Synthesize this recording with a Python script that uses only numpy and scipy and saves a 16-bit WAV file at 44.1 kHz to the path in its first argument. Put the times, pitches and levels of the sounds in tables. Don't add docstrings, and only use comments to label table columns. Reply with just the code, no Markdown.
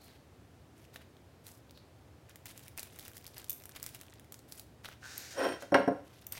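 import sys
import numpy as np
from scipy import signal
from scipy.fft import rfft, irfft, next_fast_len
from scipy.io import wavfile
from scipy.ndimage import map_coordinates

SR = 44100
rng = np.random.default_rng(int(sys.argv[2]) if len(sys.argv) > 2 else 0)


def persist_wave(psi):
    counts = np.round(np.clip(psi, -1, 1) * 32767).astype(np.int16)
    wavfile.write(sys.argv[1], SR, np.atleast_2d(counts).T)


N = 281799
TOP_HZ = 16000

# (from [s], to [s])
HELD_S = (2.4, 4.3)
EASE_S, EASE_DB_PER_S = 4.12, 17

# (frequency [Hz], level [dB])
FILM_BODY = [(200, -41), (600, 3.5), (1200, -7.5), (2000, -0.5), (4000, -6), (6000, -7), (10000, -32)]
# (frequency [Hz], level [dB], t60 [s])
BOWL = [(199.6, -15.5, .22), (262, -9.5, .09), (289.6, -1.5, 0.14), (344, -12.5, .09), (414.4, -15.5, 0.18),
        (485, -18, 0.091), (529.3, -.5, 0.14), (568.4, -.5, .12), (693.5, -5, 0.2), (757, -6.5, 0.095),
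        (861, -29, 0.1), (927, -12, .1), (1071, -5.5, 0.1), (1258, -15.5, .11), (1388, -4.5, 0.099),
        (1500, -1.5, 0.067), (1622, -5.5, .1), (1730, -6, 0.049), (1958, -6.5, .07), (2460, -13, 0.049),
        (2720, -17, .1)]
# (frequency [Hz], level [dB], t60 [s])
RIM = [(3180, 9.5, 0.079), (3280, 4, .03), (5520, 12.5, 0.046), (5675, 4, 0.057), (8700, 6.5, 0.036),
       (8840, 7.5, 0.06), (9450, 0, .035), (11200, -7, .025), (13280, 2, .035), (14300, -7, .03)]
# (frequency [Hz], level [dB])
THUD = [(30, -42), (100, -18.5), (250, -4), (600, 2.5), (1200, -5), (1700, -6), (2600, -14), (5000, -23),
        (9000, -28), (16000, -22)]


def amp(db):
    return 10 ** (np.asarray(db) / 20)


def unit(x):
    return x / np.sqrt(np.mean(x ** 2) + 1e-20)


def along(points, hz):
    f, v = np.transpose(points)
    return np.interp(np.log(hz + 1), np.log(f), v)


def fade(t, t60):
    return np.exp(-np.log(1000) * t / t60)


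def coloured(x, spectrum):
    gain = amp(along(spectrum, np.fft.rfftfreq(len(x), 1 / SR)))
    return unit(irfft(rfft(x) * gain, len(x)))


def passed(x, hz, kind):
    return signal.sosfilt(signal.butter(2, hz, kind, fs=SR, output="sos"), x)


def add(track, s, x):
    part = track[max(round(s * SR), 0):][:len(x)]
    part += x[:len(part)]


def struck(x, db, window_s):
    onset = x[:max(round(window_s * SR), 8)]
    return amp(db) * x / np.sqrt(np.mean(onset ** 2))


def stroke(s, rise_s, length_s, t60):
    age = np.arange(N) / SR - s
    return np.clip(age / rise_s, 0, 1) * fade(np.clip(age - length_s, 0, 3 * t60), t60)


def wobble(rate):
    return map_coordinates(rng.standard_normal(4000), [np.arange(N) * rate / SR], mode="mirror")


def ring(modes, scatter_db=0):
    t = np.arange(SR // 2) / SR
    out = np.zeros(len(t))
    for k, (hz, db, t60) in enumerate(modes):
        strength = amp(db + scatter_db * rng.standard_normal())
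        out += (-1) ** k * strength * np.sin(2 * np.pi * hz * t) * fade(t, t60)
    return out


def grains(per_s, spread_db, smooth):
    sizes = amp(spread_db * np.clip(rng.standard_normal(N), -2, 2)) * rng.choice([-1, 1], N)
    return unit(sizes * (rng.random(N) < per_s / SR)) + smooth * rng.standard_normal(N)


def slips(per_s, jitter, spread_db, count=3000):
    at = np.flatnonzero(np.diff(np.floor(np.cumsum(per_s) / SR)))[:count]
    chance = rng.standard_normal((count, 2))[:len(at)]
    at = np.clip(at + jitter * chance[:, 0] * SR / per_s[at], 0, N - 1).astype(int)
    return np.bincount(at, amp(spread_db * chance[:, 1]), N)


def creases(count, centre_hz, octaves, spread_db, life_cycles=9):
    t = np.arange(160) / SR
    chance = rng.standard_normal((count, 2))
    hz = np.minimum(centre_hz * 2 ** (octaves * chance[:, :1]), TOP_HZ)
    size = amp(spread_db * np.clip(chance[:, 1:], -2, 2)) * np.sqrt(hz)
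    waves = size * np.sin(2 * np.pi * hz * t) * fade(t * hz, life_cycles)
    at = rng.integers(0, N, (count, 1)) + np.arange(len(t))
    return unit(np.bincount(at.ravel(), waves.ravel(), N)[:N])


def small_snaps(count=20):
    start, end = HELD_S
    when = start + (end - start) * (np.arange(count) + rng.random(count)) / count
    size, pitch = np.clip(rng.standard_normal((count, 2)), -2, 2).T
    eased_db = EASE_DB_PER_S * np.maximum(when - EASE_S, 0)
    level_db = -57.5 + 4 * size - eased_db
    hz = 2770 * 2 ** (0.48 * pitch)
    return list(zip(when, level_db, hz))


def snaps():
    # (time [s], nominal level [dB], patch pitch [Hz])
    snap_events = [(1.4675, -48, 4100), (1.7093, -57, 4500), (2.295, -54, 1700), (2.3583, -48, 2000),
                   (2.4573, -43.5, 2100), (2.4684, -49.5, 3620), (2.5773, -47.5, 4800), (2.6814, -47, 2410),
                   (2.7769, -39.5, 4900), (2.7947, -38, 4000), (2.8038, -48.5, 2510), (2.8309, -38, 4230),
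                   (2.989, -45.5, 2100), (2.9953, -45, 3600), (3.0519, -50, 3700), (3.081, -45, 1970),
                   (3.1162, -55, 1610), (3.1687, -45, 1880), (3.18, -50.5, 4960), (3.2436, -54, 5350),
                   (3.2659, -45, 4700), (3.278, -51, 4930), (3.3811, -41, 4760), (3.4434, -48.5, 4000),
                   (3.5175, -47, 3900), (3.6557, -44, 5400), (3.6933, -49, 1630), (3.7626, -46, 2730),
                   (3.8289, -35.5, 5370), (3.8407, -45, 4820), (3.864, -38.5, 4800), (3.891, -50, 3600),
                   (3.9478, -44.5, 2650), (4.013, -47, 3800), (4.0339, -57, 1430), (4.1971, -53.5, 3400),
                   (4.323, -41.5, 4600), (4.343, -48, 5000), (4.3918, -55.5, 4470), (4.523, -42.5, 4140),
                   (4.5964, -43, 4240)]
    # (time [s], body level [dB], pitch [Hz])
    pop_events = [(0.9597, -44.5, 1820), (0.961, -45.5, 3800), (1.168, -60, 3550), (1.696, -59, 3700),
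                  (1.7753, -53, 3850), (2.7852, -42.5, 2530), (4.8467, -44, 1520), (4.8876, -43, 1470),
                  (4.929, -53, 2700)]
    crack_db, body_db, pop_crack_db = 2, -52, -9
    usual_db, body_grows = -47, 0.66
    crack_t60, push_t60, flutter_t60, life_cycles = 0.0015, 0.006, 0.038, 13
    breadth, flutter = 0.3, 0.16

    thin = [(s, db + crack_db, body_db + body_grows * (db - usual_db), hz)
            for s, db, hz in list(snap_events) + small_snaps()]
    thick = [(s, db + pop_crack_db, db, hz) for s, db, hz in pop_events]
    out, t = np.zeros(N), np.arange(SR // 20) / SR
    sheet = flutter * fade(t, flutter_t60)
    for s, high_db, low_db, hz in thin + thick:
        noise = rng.standard_normal((2, len(t)))
        crack = passed(noise[0] * (fade(t, crack_t60) + sheet), 5840, "high")
        patch = np.sin(2 * np.pi * hz * t) * fade(t, life_cycles / hz)
        body = patch + breadth * coloured(noise[1], FILM_BODY) * (fade(t, push_t60) + sheet)
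        add(out, s, struck(crack, high_db, .0025) + struck(body, low_db, .0025))
    return out


def rustle():
    # (time [s], length [s], nominal level [dB], body against fizz [dB])
    rubs = [(0.009, 0.052, -61, -8), (0.06, 0.11, -72.5, 5), (0.755, 0.1, -70.5, 2.5),
            (0.929, 0.04, -59.5, 0.5), (1.002, 0.018, -67, 9.5), (1.439, 0.06, -54, -7),
            (1.502, 0.078, -65, -16), (2.279, 0.035, -69.5, 9), (2.45, 0.066, -55.5, -2.5),
            (2.54, 0.14, -62.5, -1.5), (2.766, 0.043, -53, 0.5), (2.823, 0.057, -66.5, 3),
            (2.916, 0.18, -60, -1.5), (3.139, 0.042, -54.5, -7), (3.225, 0.095, -66, -8),
            (3.351, 0.054, -56, 1.5), (3.744, 0.029, -54, 2.5), (3.81, 0.1, -60.5, -0.5),
            (3.93, 0.032, -54, 0), (4.478, 0.14, -58, -9), (4.834, 0.027, -57.5, 8),
            (4.869, 0.068, -63, 6.5), (6.034, 0.21, -71, 4), (6.312, 0.071, -59.5, 6)]
    # (frequency [Hz], level [dB])
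    fizz_spectrum = [(2500, -33), (5000, 3), (8000, -4), (12000, 6.5), (15500, -7), (17000, -8)]
    rise_s, release_t60 = 0.014, 0.043
    fizz_db, body_db, smooth = -4.5, -3, 0.66
    held_db, held_rise_s, held_t60 = -67, 0.99, 0.42
    clumps_per_s, clump_db = 110, 3.0

    fizz = creases(count=6000, centre_hz=10500, octaves=.4, spread_db=5)
    fizz += smooth * coloured(rng.standard_normal(N), fizz_spectrum)
    body = creases(count=3000, centre_hz=2930, octaves=0.64, spread_db=2)
    body += smooth * coloured(rng.standard_normal(N), FILM_BODY)
    start = HELD_S[0]
    grip = amp(held_db) * stroke(start, held_rise_s, EASE_S - start, held_t60)
    out = grip * creases(count=900, centre_hz=5000, octaves=0.85, spread_db=4)
    for s, length_s, db, weight_db in rubs:
        rub = amp(fizz_db) * fizz + amp(body_db + weight_db) * body
        out += amp(db) * stroke(s, rise_s, length_s, release_t60) * rub
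    return out * amp(clump_db * wobble(clumps_per_s))


def bowl_knocks():
    # (time [s], nominal level [dB], contact hardness as low-pass cutoff [Hz])
    knocks = [(5.6227, -42.5, 7000), (5.7207, -18, 645), (5.7435, -17, 3930), (5.7509, -20.5, 1400),
              (5.7960, -24.5, 600), (5.8768, -17.5, 625), (5.8814, -31, 575), (5.9200, -32.5, 694),
              (5.9740, -47, 550)]
    thud, thud_t60, clack, clack_t60 = 0.84, 0.11, 1.3, 0.02
    rim_db, rim_grows, level_db = -23.0, 0.89, -4.5

    out, t = np.zeros(N), np.arange(SR // 2) / SR
    hardest_hz = max(hz for s, db, hz in knocks)
    table_decay = thud * fade(t, thud_t60) + clack * fade(t, clack_t60)
    for s, db, hardness_hz in knocks:
        table = coloured(rng.standard_normal(len(t)), THUD) * table_decay
        rim = amp(rim_db) * (hardness_hz / hardest_hz) ** rim_grows * ring(RIM, scatter_db=3)
        body = passed(ring(BOWL, scatter_db=1.5) + table, hardness_hz, "low")
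        add(out, s, amp(db + level_db) * (body + rim))
    return passed(out, 100, "high")


def bowl_drag():
    # (time [s], strength [dB])
    pull = [(5.33, -68.5), (5.392, -32.5), (5.42, -30), (5.468, -29.5), (5.476, -36), (5.508, -32.5),
            (5.6, -62)]
    # (frequency [Hz], level [dB])
    rumble_spectrum = [(60, -41), (160, -19), (260, -8), (350, -5.5), (470, -5.5), (800, -16.5),
                       (3000, -61)]
    usual_db, judder_db, rumble_db, grit_db = -32, -2, -5, -7
    grit_grows = 0.68
    slips_per_s, slips_double_db = 137, 60
    glide_s, glide_t60 = 5.465, 0.086
    sink_s, sink_length_s = 5.39, 0.084
    singing_db, singing_grows = -15.5, 1.03
    waver_db, wavers_per_s = 3.5, 45

    now_s = np.arange(N) / SR
    times_s, strength_db = np.transpose(pull)
    pull_db = np.interp(now_s, times_s, strength_db, left=-120, right=-120) - usual_db
    per_s = slips_per_s * 2 ** (pull_db / slips_double_db)
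    catching = fade(np.clip(now_s - glide_s, 0, 1), glide_t60)
    body = ring(BOWL)

    jerks = slips(per_s, jitter=0.069, spread_db=3.5)
    judder = passed(signal.fftconvolve(jerks, body)[:N], 750, "low")
    judder = unit(passed(judder, 480, "high"))

    rumble = coloured(slips(2 * per_s, jitter=0.23, spread_db=3.0), rumble_spectrum)
    thin_rumble = unit(passed(rumble, 380, "high"))
    settled = np.clip((now_s - sink_s) / sink_length_s, 0, 1)
    rumble = settled * rumble + (1 - settled) * thin_rumble

    grind = grains(per_s=1200, spread_db=3, smooth=.4)
    scrape = unit(signal.fftconvolve(grind, body)[:N]) + coloured(grind, THUD)
    scrape = unit(passed(passed(scrape, 1150, "high"), 7000, "low"))

    wall_db = singing_db + singing_grows * pull_db + waver_db * wobble(wavers_per_s)
    singing = amp(wall_db) * unit(signal.fftconvolve(grind, ring(RIM))[:N])

    moving = slice(round(times_s[0] * SR), round(times_s[-1] * SR))
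    shake = amp(judder_db) * catching * judder / judder[moving].std()
    shake += amp(rumble_db) * rumble / rumble[moving].std()
    return amp(usual_db) * (amp(pull_db) * shake + amp(grit_db + grit_grows * pull_db) * scrape + singing)


def tub_slide():
    # (frequency [Hz], level [dB])
    hiss_spectrum = [(410, -7), (700, -5), (1230, -12), (1580, -5.5), (1800, -1.5), (3460, -6.5),
                     (3640, -2), (6400, -1), (9860, -13), (15000, -17), (16000, -19)]
    # (frequency [Hz], level [dB], t60 [s])
    wall_modes = [(1524, 3.5, 0.02), (1800, -6.5, 0.032), (2600, 2, 0.0029), (4500, -36, .005)]
    # (time [s], length [s], level [dB])
    scuffs = [(5.304, .012, -51), (5.596, 0.025, -56.5)]
    slide_s, slide_db, chatter_db = 5.0, -51, -51
    build_db, build_s = 6, 0.14
    running_chatter_db = -10.5

    speed = np.clip((np.arange(N) / SR - slide_s) / build_s, 0, 1)
    running = amp(slide_db - build_db * (1 - speed)) * stroke(slide_s, rise_s=0.051, length_s=.25, t60=1.16)
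    scuffing = sum(amp(db) * stroke(s, .012, length_s, 0.16) for s, length_s, db in scuffs)
    starting = amp(chatter_db) * stroke(5.02, rise_s=0.015, length_s=0.04, t60=0.17)
    hiss = coloured(grains(per_s=5100, spread_db=5, smooth=0.57), hiss_spectrum)
    catches = slips(np.full(N, 125), jitter=0.189, spread_db=2)
    chatter = unit(signal.fftconvolve(catches, ring(wall_modes))[:N])
    chatter_level = starting + amp(running_chatter_db) * running
    return passed((running + scuffing) * hiss + chatter_level * chatter, 550, "high")


def ticks():
    # (time [s], level [dB], scuff t60 [s])
    clicks = [(3.496, -31, .022), (3.504, -34, .016), (3.529, -42, .014), (5.1788, -36, .007),
              (5.6238, -54, .005), (6.2675, -40, .012), (6.3226, -35, .018)]
    # (frequency [Hz], level [dB], t60 [s])
    plastic = [(3640, -19, 0.026), (5860, -5, .004), (8520, -1, 0.014), (9230, -2, 0.0058),
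               (11500, 4.5, 0.012), (12940, 7.5, .005), (14300, 3.5, .006), (14800, 8, .005)]
    crack, detune = 0.53, 0.023

    out, t = np.zeros(N), np.arange(SR // 10) / SR
    for s, db, scuff_t60 in clicks:
        scuff = passed(rng.standard_normal(len(t)) * fade(t, scuff_t60), 2950, "high")
        detuned = [(hz * (1 + detune * rng.uniform(-0.94, 1)), mode_db, t60) for hz, mode_db, t60 in plastic]
        ringing = signal.fftconvolve(scuff, ring(detuned, scatter_db=0.5))[:len(t)]
        add(out, s, struck(unit(ringing) + crack * unit(scuff), db, .005))
    return out


def brush():
    # (time [s], length [s], level [dB])
    brushes = [(0, 0.095, -67.5), (1.743, 0.017, -65)]
    # (frequency [Hz], level [dB])
    brush_spectrum = [(1500, -23), (3200, -10), (4300, 4), (5500, -13), (9000, -23)]
    level = sum(amp(db) * stroke(s, 0.0083, length_s, .45) for s, length_s, db in brushes)
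    return level * coloured(rng.standard_normal(N), brush_spectrum)


def room(x, wet_db, delay_s=.006):
    # (frequency [Hz], t60 [s])
    kitchen = [(150, 0.28), (600, 0.32), (2000, 0.4), (6000, 0.39), (15000, 0.31)]
    hz, t, z = signal.stft(rng.standard_normal(SR // 2), SR, nperseg=256)
    decay_db = -60 * t / along(kitchen, hz)[:, None]
    tail = signal.istft(z * amp(decay_db), SR, nperseg=256)[1]
    tail = np.pad(tail / np.linalg.norm(tail), (round(delay_s * SR), 0))
    return x + amp(wet_db) * signal.fftconvolve(x, tail)[:N]


def room_hum():
    # (frequency [Hz], level [dB])
    hum_spectrum = [(24, -52), (40, -33), (66, -4), (109, -0.5), (167, -9), (209, -12), (256, -8.5),
                    (433, -13.5), (503, -14), (770, -17.5), (942, -21.5), (4800, -33.5), (14500, -41.5),
                    (16000, -43)]
    return amp(-58.5) * coloured(rng.standard_normal(N), hum_spectrum)


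def scene():
    film = room(snaps() + rustle() + brush(), wet_db=-11.0)
    bowl = room(bowl_drag(), wet_db=-11) + room(bowl_knocks(), wet_db=-6.5)
    tub = room(ticks() + tub_slide(), wet_db=-9)
    return (film + bowl + tub + room_hum())[None]


def record(dry):
    m = next_fast_len(N + SR // 2)
    kept = np.fft.rfftfreq(m, 1 / SR) < TOP_HZ
    return irfft(rfft(dry, m) * kept, m)[..., :N]


dry = scene()
out = record(dry)
persist_wave(out)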